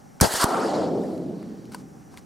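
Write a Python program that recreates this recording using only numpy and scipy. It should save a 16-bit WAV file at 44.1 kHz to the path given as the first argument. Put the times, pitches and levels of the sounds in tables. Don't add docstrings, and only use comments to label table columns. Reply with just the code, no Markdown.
import sys
import numpy as np
from scipy import signal
from scipy.fft import rfft, irfft
from scipy.io import wavfile
from scipy.ndimage import uniform_filter1d

SR = 44100
rng = np.random.default_rng(int(sys.argv[2]) if len(sys.argv) > 2 else 0)


def dump(signal):
    limited = np.clip(np.atleast_2d(signal).T, -1, 1)
    pcm = np.round(limited * 32767).astype(np.int16)
    wavfile.write(sys.argv[1], SR, pcm)


N = 99225

# (per Hz, relative)
HUSH_COLOUR = [(18, -43), (30, -36), (53, -18), (112, -2.5), (259, -3.5), (384, -13.5), (702, -17.5),
               (780, -7.5), (962, -21), (1320, -20.5), (3580, -34.5), (5740, -29), (6550, -29.5),
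               (14800, -40), (16000, -48)]
# pitch_hz, side_minus_mid_db
HUSH_WIDTH = [(60, 5.5), (180, -3), (550, 1), (1650, -1.5), (4970, -42), (15000, 4)]
HUSH_DB = -49
INSECT_HZ, INSECT_HALF_WIDTH_HZ, INSECT_DB = 5750, 170, -72.5

# start_s, level_db (before CLACK_TRIM_DB), body_pitch_hz,
# steel_db (before STEEL_LIFT_DB), ring (multiple of the decay times)
CLACK_EVENTS = [(0.2017, -23, 1470, -16, 1), (1.038, -52, 900, 6, .15), (1.159, -56, 900, 3, 0.1),
                (1.179, -55, 900, 11, 0.13), (1.428, -41, 1320, -14, 0.66), (1.655, -52, 1600, 3, 0.28),
                (1.72, -40, 1410, -7, 0.6), (1.7235, -43, 1490, -6, 0.7), (1.736, -40, 1440, -10, .6),
                (1.746, -23.5, 975, -11.5, 1.1), (2.1408, -40.5, 1000, -14, 1),
                (2.174, -27, 2140, -12, 0.23)]
# pitch_hz, level_db (relative), t60_s (at ring 1)
STEEL_MODES = [(3100, -4, .006), (4600, 0, .007), (5700, -1, .007), (7200, -5, .005), (8600, 1, .006),
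               (10000, -1, .005), (12500, -8, .003)]
CLACK_TRIM_DB, STEEL_LIFT_DB = -1, 9
BODY_T60_S, RATTLE_S = .022, .0028

# start_s, crackle_length_s, crackle_db, thump_db,
# dip_length_s, rebound (scale of the pressure rise after the dip)
BLAST_EVENTS = [(.2105, .0053, -11, -5.5, .0034, 1.5), (.338, .002, -21, -22, .0012, .8),
                (.4408, .0016, -13.5, -8, .0017, .55)]
# (per Hz, relative)
CRACKLE_COLOUR = [(290, -42), (500, 4.5), (1510, -7.5), (2770, -32.5), (4730, -7), (10700, -6),
                  (13800, -15), (16000, -21)]
# pitch_hz, side_minus_mid_db
CRACKLE_WIDTH = [(60, -14), (240, -9), (950, -4.5), (3770, -10.5), (15000, -21.5)]
THUMP_RIGHT_LAG_S, THUMP_LEFT_MINUS_RIGHT_DB = .0003, -0.5
REBOUND_RISE_DIPS, REBOUND_FADE_S = .17, .0017

# time_s, level_db
HISS_LEVEL = [(.2156, -15.5), (.222, -23), (.25, -25), (.294, -36), (.332, -28.5), (.336, -30.5),
              (.366, -25), (.394, -30), (.415, -24), (.44, -24.5), (.452, -32.5), (.478, -40.5),
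              (.5, -37.5), (.572, -41.5), (.666, -40), (.73, -44), (.752, -40), (.78, -44), (.85, -46),
              (.93, -55.5), (1.05, -56), (1.2, -61.5), (1.37, -65), (1.45, -63), (1.75, -69)]
# (per Hz, relative)
HISS_SPECTRUM = [(1060, -19), (1800, -1.5), (2430, -18.5), (3000, -7.5), (3510, -10.5), (4570, -4.5),
                 (5960, -9), (8830, -7.5), (13100, -16), (16000, -29)]
# pitch_hz, side_minus_mid_db
HISS_WIDTH = [(60, -8), (150, -12), (380, -10), (950, -4), (2380, -16), (5980, -23), (15000, 0)]
# pitch_hz, loss_db_per_s (relative to the other pitches)
HISS_FADE = [(2000, -10), (4500, -12), (8000, 5.5), (12000, 26.5), (16000, 70)]

# time_s, level_db
NEAR_LEVEL = [(.216, -16), (.236, -14.5), (.249, -15.5), (.252, -20), (.26, -21), (.266, -28), (.285, -40)]
# (per Hz, relative)
NEAR_SPECTRUM = [(35, -32), (60, -1.5), (474, -1), (649, -0.5), (948, -2.5), (1160, -11.5), (1550, -6.5),
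                 (1700, -15), (2600, -24), (3380, -57), (5720, -120)]
NEAR_START_S, NEAR_RISE_S, NEAR_CLICKS_PER_S = .2205, .0029, 2700
NEAR_SPREAD_DB, NEAR_SHARED_POWER, NEAR_LEFT_MINUS_RIGHT_DB = 1, .42, 2.5

# time_s, level_db
ROLL_LEVEL = [(.26, -29), (.292, -36.5), (.35, -32.5), (.39, -32.5), (.43, -28.5), (.47, -27.5),
              (.55, -22.5), (.62, -24.5), (.76, -23.5), (.93, -25), (1.1, -28.5), (1.2, -32), (1.34, -32),
              (1.4, -36.5), (1.6, -40.5), (1.8, -42), (2, -48), (2.25, -52)]
# (per Hz, relative)
ROLL_SPECTRUM = [(29, -41), (50, -53), (225, -10), (411, -4.5), (546, -6), (690, -2.5), (950, -4.5),
                 (1240, -33), (2090, -120)]
# pitch_hz, side_minus_mid_db
ROLL_WIDTH = [(60, 19.5), (180, -19.5), (550, -13), (1650, -7), (4970, -16), (15000, -11)]
# pitch_hz, loss_db_per_s (relative to the other pitches)
ROLL_FADE = [(60, 16), (150, -5.5), (280, 6), (600, 20.5), (1000, 45.5)]
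# time_s, level_db
UPPER_LEVEL = [(.26, -42), (.29, -37.5), (.36, -34), (.395, -34.5), (.41, -24), (.44, -21.5), (.455, -31),
               (.5, -31), (.545, -27.5), (.6, -31.5), (.7, -38.5), (.8, -39.5), (.94, -50.5), (1.1, -53.5),
               (1.3, -61), (1.39, -61), (1.43, -58), (1.5, -63), (1.7, -71)]
# (per Hz, relative)
UPPER_SPECTRUM = [(500, -27.5), (750, -7.5), (1000, 2.7), (1400, 4), (1800, -14), (2400, -18), (3100, -28),
                  (5000, -58)]
# pitch_hz, loss_db_per_s (relative to the other pitches)
UPPER_FADE = [(800, 2.5), (1100, 9), (1500, 20), (2400, 2.5)]
LOSS_START_S, LOSS_SPAN_S = .37, 1.4

# start_s, length_s, level_db (before the arch)
RUSTLE_EVENT = (0.85, 0.44, -63.5)
# (per Hz, relative)
RUSTLE_SPECTRUM = [(4000, -20), (7000, 4), (11000, 0.1), (14500, -7), (16000, -15)]
# start_s, length_s, level_db (before the arch)
SLIDE_EVENTS = [(1.707, 0.071, -51), (1.761, .07, -57), (2.104, 0.069, -59.5), (2.161, 0.041, -50.5)]
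# (per Hz, relative)
SLIDE_SPECTRUM = [(590, -33), (1000, 0.5), (2100, -11), (3300, -15.5), (4620, -9.5), (10800, -15),
                  (14900, -30), (16000, -41)]
GRIT_DB = 2.5

# pitch_hz, left_minus_right_db
MIC_BALANCE = [(60, 0.0), (180, -1.5), (550, 1.0), (1650, 0), (4970, -1), (15000, 1)]
LOW_CUT_HZ, BAND_EDGE_HZ = 20, 16100


def amp(db):
    return 10 ** (np.asarray(db) / 20)


def evened(x):
    return x / np.sqrt(np.mean(x ** 2) + 1e-20)


def read(points, hz):
    pitch_hz, value = np.transpose(points)
    return np.interp(np.log(hz + 1), np.log(pitch_hz + 1), value)


def level(curve):
    time_s, level_db = np.transpose(curve)
    return amp(np.interp(np.arange(N) / SR, time_s, level_db, -120, -120))


def left_right(difference_db):
    return amp(difference_db * np.array([[.5], [-.5]]))


def add(mix, start_s, sound):
    part = mix[..., round(start_s * SR):][..., :sound.shape[-1]]
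    part += sound[..., :part.shape[-1]]


def colour(x, points):
    hz = np.fft.rfftfreq(x.shape[-1], 1 / SR)
    return evened(irfft(rfft(x) * amp(read(points, hz)), x.shape[-1]))


def noise(spectrum, width, fade, patchy_db, size):
    hop = size // 4
    frames, hz = N // hop + 5, np.fft.rfftfreq(size, 1 / SR)
    a, b, c, d, patches = rng.standard_normal((frames, len(hz), 5)).T
    patches = uniform_filter1d(patches, size // 64, 0)
    patches = evened(uniform_filter1d(patches, 2048 // size + 2, 1))
    since_s = np.clip(np.arange(frames) * hop / SR - LOSS_START_S, 0, LOSS_SPAN_S)
    shape = amp(read(spectrum, hz)[:, None] - read(fade, hz)[:, None] * since_s)
    shape = shape / np.sqrt((shape ** 2).mean(0))
    shape = shape * amp(patchy_db * patches)
    mid = a + 1j * b
    side = amp(read(width, hz))[:, None] * (c + 1j * d)
    spectra = np.array([mid + side, mid - side]) * shape
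    return evened(signal.istft(spectra, nperseg=size, noverlap=size - hop)[1][:, :N])


def hush():
    flat = [(20, 0.016), (20000, 0)]
    return noise(HUSH_COLOUR, HUSH_WIDTH, flat, patchy_db=1.0, size=1024) * amp(HUSH_DB)


def insects():
    band = [INSECT_HZ - INSECT_HALF_WIDTH_HZ, INSECT_HZ + INSECT_HALF_WIDTH_HZ]
    sos = signal.butter(2, band, "bandpass", fs=SR, output="sos")
    x = rng.standard_normal((3, N))
    return amp(INSECT_DB) * evened(signal.sosfilt(sos, x[0] + 0.058 * x[1:]))


def clack(start_s, level_db, body_hz, steel_db, ring):
    t = np.arange(0, .05, 1 / SR)
    u = t / max(ring, .05)
    rattle = rng.standard_normal(len(t)) * np.exp(-u / RATTLE_S)
    tones = np.sin(2 * np.pi * body_hz * t) + 0.51 * np.sin(2 * np.pi * 1.55 * body_hz * t)
    body = np.minimum(t / 0.00043, 1) * amp(-60 * u / BODY_T60_S) * tones
    steel = sum(amp(db - 60 * u / t60_s) * np.sin(2 * np.pi * hz * t) for hz, db, t60_s in STEEL_MODES)
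    steel = signal.fftconvolve(steel, rattle)[:len(t)]
    steel = amp(steel_db + STEEL_LIFT_DB) * steel / abs(steel).max()
    return start_s, amp(level_db + CLACK_TRIM_DB) * (body + steel)


def blast(start_s, crackle_s, crackle_db, thump_db, dip_s, rebound):
    t = np.arange(0, .05, 1 / SR)
    mid, side = rng.standard_normal((2, len(t)))
    hz = np.fft.rfftfreq(len(t), 1 / SR)
    side = irfft(rfft(side) * amp(read(CRACKLE_WIDTH, hz)), len(t))
    crackle = colour(np.array([mid + side, mid - side]), CRACKLE_COLOUR)
    crackle = crackle * (t < crackle_s) * np.minimum(t / .0003, 1)
    lag_s = np.array([[0], [THUMP_RIGHT_LAG_S]])
    u = np.maximum(t - crackle_s - lag_s, 0) / dip_s
    after = np.maximum(u - 1, 0)
    dip = -np.sin(np.pi * np.minimum(u, 1))
    rise = 1 - np.exp(-after / REBOUND_RISE_DIPS)
    thump = dip + rebound * rise * np.exp(-after * dip_s / REBOUND_FADE_S)
    thump = amp(thump_db) * left_right(THUMP_LEFT_MINUS_RIGHT_DB) * thump
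    return start_s, amp(crackle_db) * crackle + thump


def leaf_hiss():
    return noise(HISS_SPECTRUM, HISS_WIDTH, HISS_FADE, patchy_db=2.5, size=256) * level(HISS_LEVEL)


def near_scatter():
    strength_db = NEAR_SPREAD_DB * np.minimum(rng.exponential(1, (3, N)), 2.5)
    present = rng.random((3, N)) < NEAR_CLICKS_PER_S / SR
    clicks = rng.standard_normal((3, N)) * amp(strength_db) * present
    mix = np.sqrt(NEAR_SHARED_POWER) * clicks[0] + np.sqrt(1 - NEAR_SHARED_POWER) * clicks[1:]
    onset = np.clip((np.arange(N) / SR - NEAR_START_S) / NEAR_RISE_S, 0, 1)
    balance = left_right(NEAR_LEFT_MINUS_RIGHT_DB)
    return colour(mix, NEAR_SPECTRUM) * balance * level(NEAR_LEVEL) * onset


def rolling_echo():
    low = noise(ROLL_SPECTRUM, ROLL_WIDTH, ROLL_FADE, patchy_db=0.64, size=1024) * level(ROLL_LEVEL)
    upper = noise(UPPER_SPECTRUM, ROLL_WIDTH, UPPER_FADE, patchy_db=2.0, size=512) * level(UPPER_LEVEL)
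    return low + upper


def slide(start_s, length_s, level_db, spectrum):
    n = round(length_s * SR)
    grit = rng.standard_normal((3, n)) * amp(GRIT_DB * np.minimum(rng.exponential(1, n), 3))
    scrape = colour(grit[0] + 0.04 * grit[1:], spectrum)
    return start_s, amp(level_db) * scrape * np.sqrt(np.hanning(n))


def scene():
    mix, clacks = np.zeros((2, N)), np.zeros(N)
    for row in CLACK_EVENTS:
        add(clacks, *clack(*row))
    for row in BLAST_EVENTS:
        add(mix, *blast(*row))
    add(mix, *slide(*RUSTLE_EVENT, RUSTLE_SPECTRUM))
    for row in SLIDE_EVENTS:
        add(mix, *slide(*row, SLIDE_SPECTRUM))
    mix += clacks * left_right(1.4)
    return mix + hush() + insects() + leaf_hiss() + near_scatter() + rolling_echo()


def record(dry):
    padded = N + 999
    balance = left_right(read(MIC_BALANCE, np.fft.rfftfreq(padded, 1 / SR)))
    heard = irfft(rfft(dry, padded) * balance, padded)[:, :N]
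    cut = signal.lfilter(*signal.butter(2, LOW_CUT_HZ, "highpass", fs=SR), heard)
    soft = 1.316 * np.tanh(cut / 1.288)
    band_limit = signal.firwin(511, BAND_EDGE_HZ, window=("kaiser", 9), fs=SR)
    return signal.oaconvolve(soft, band_limit[None], "same")


dry = scene()
out = record(dry)
dump(out)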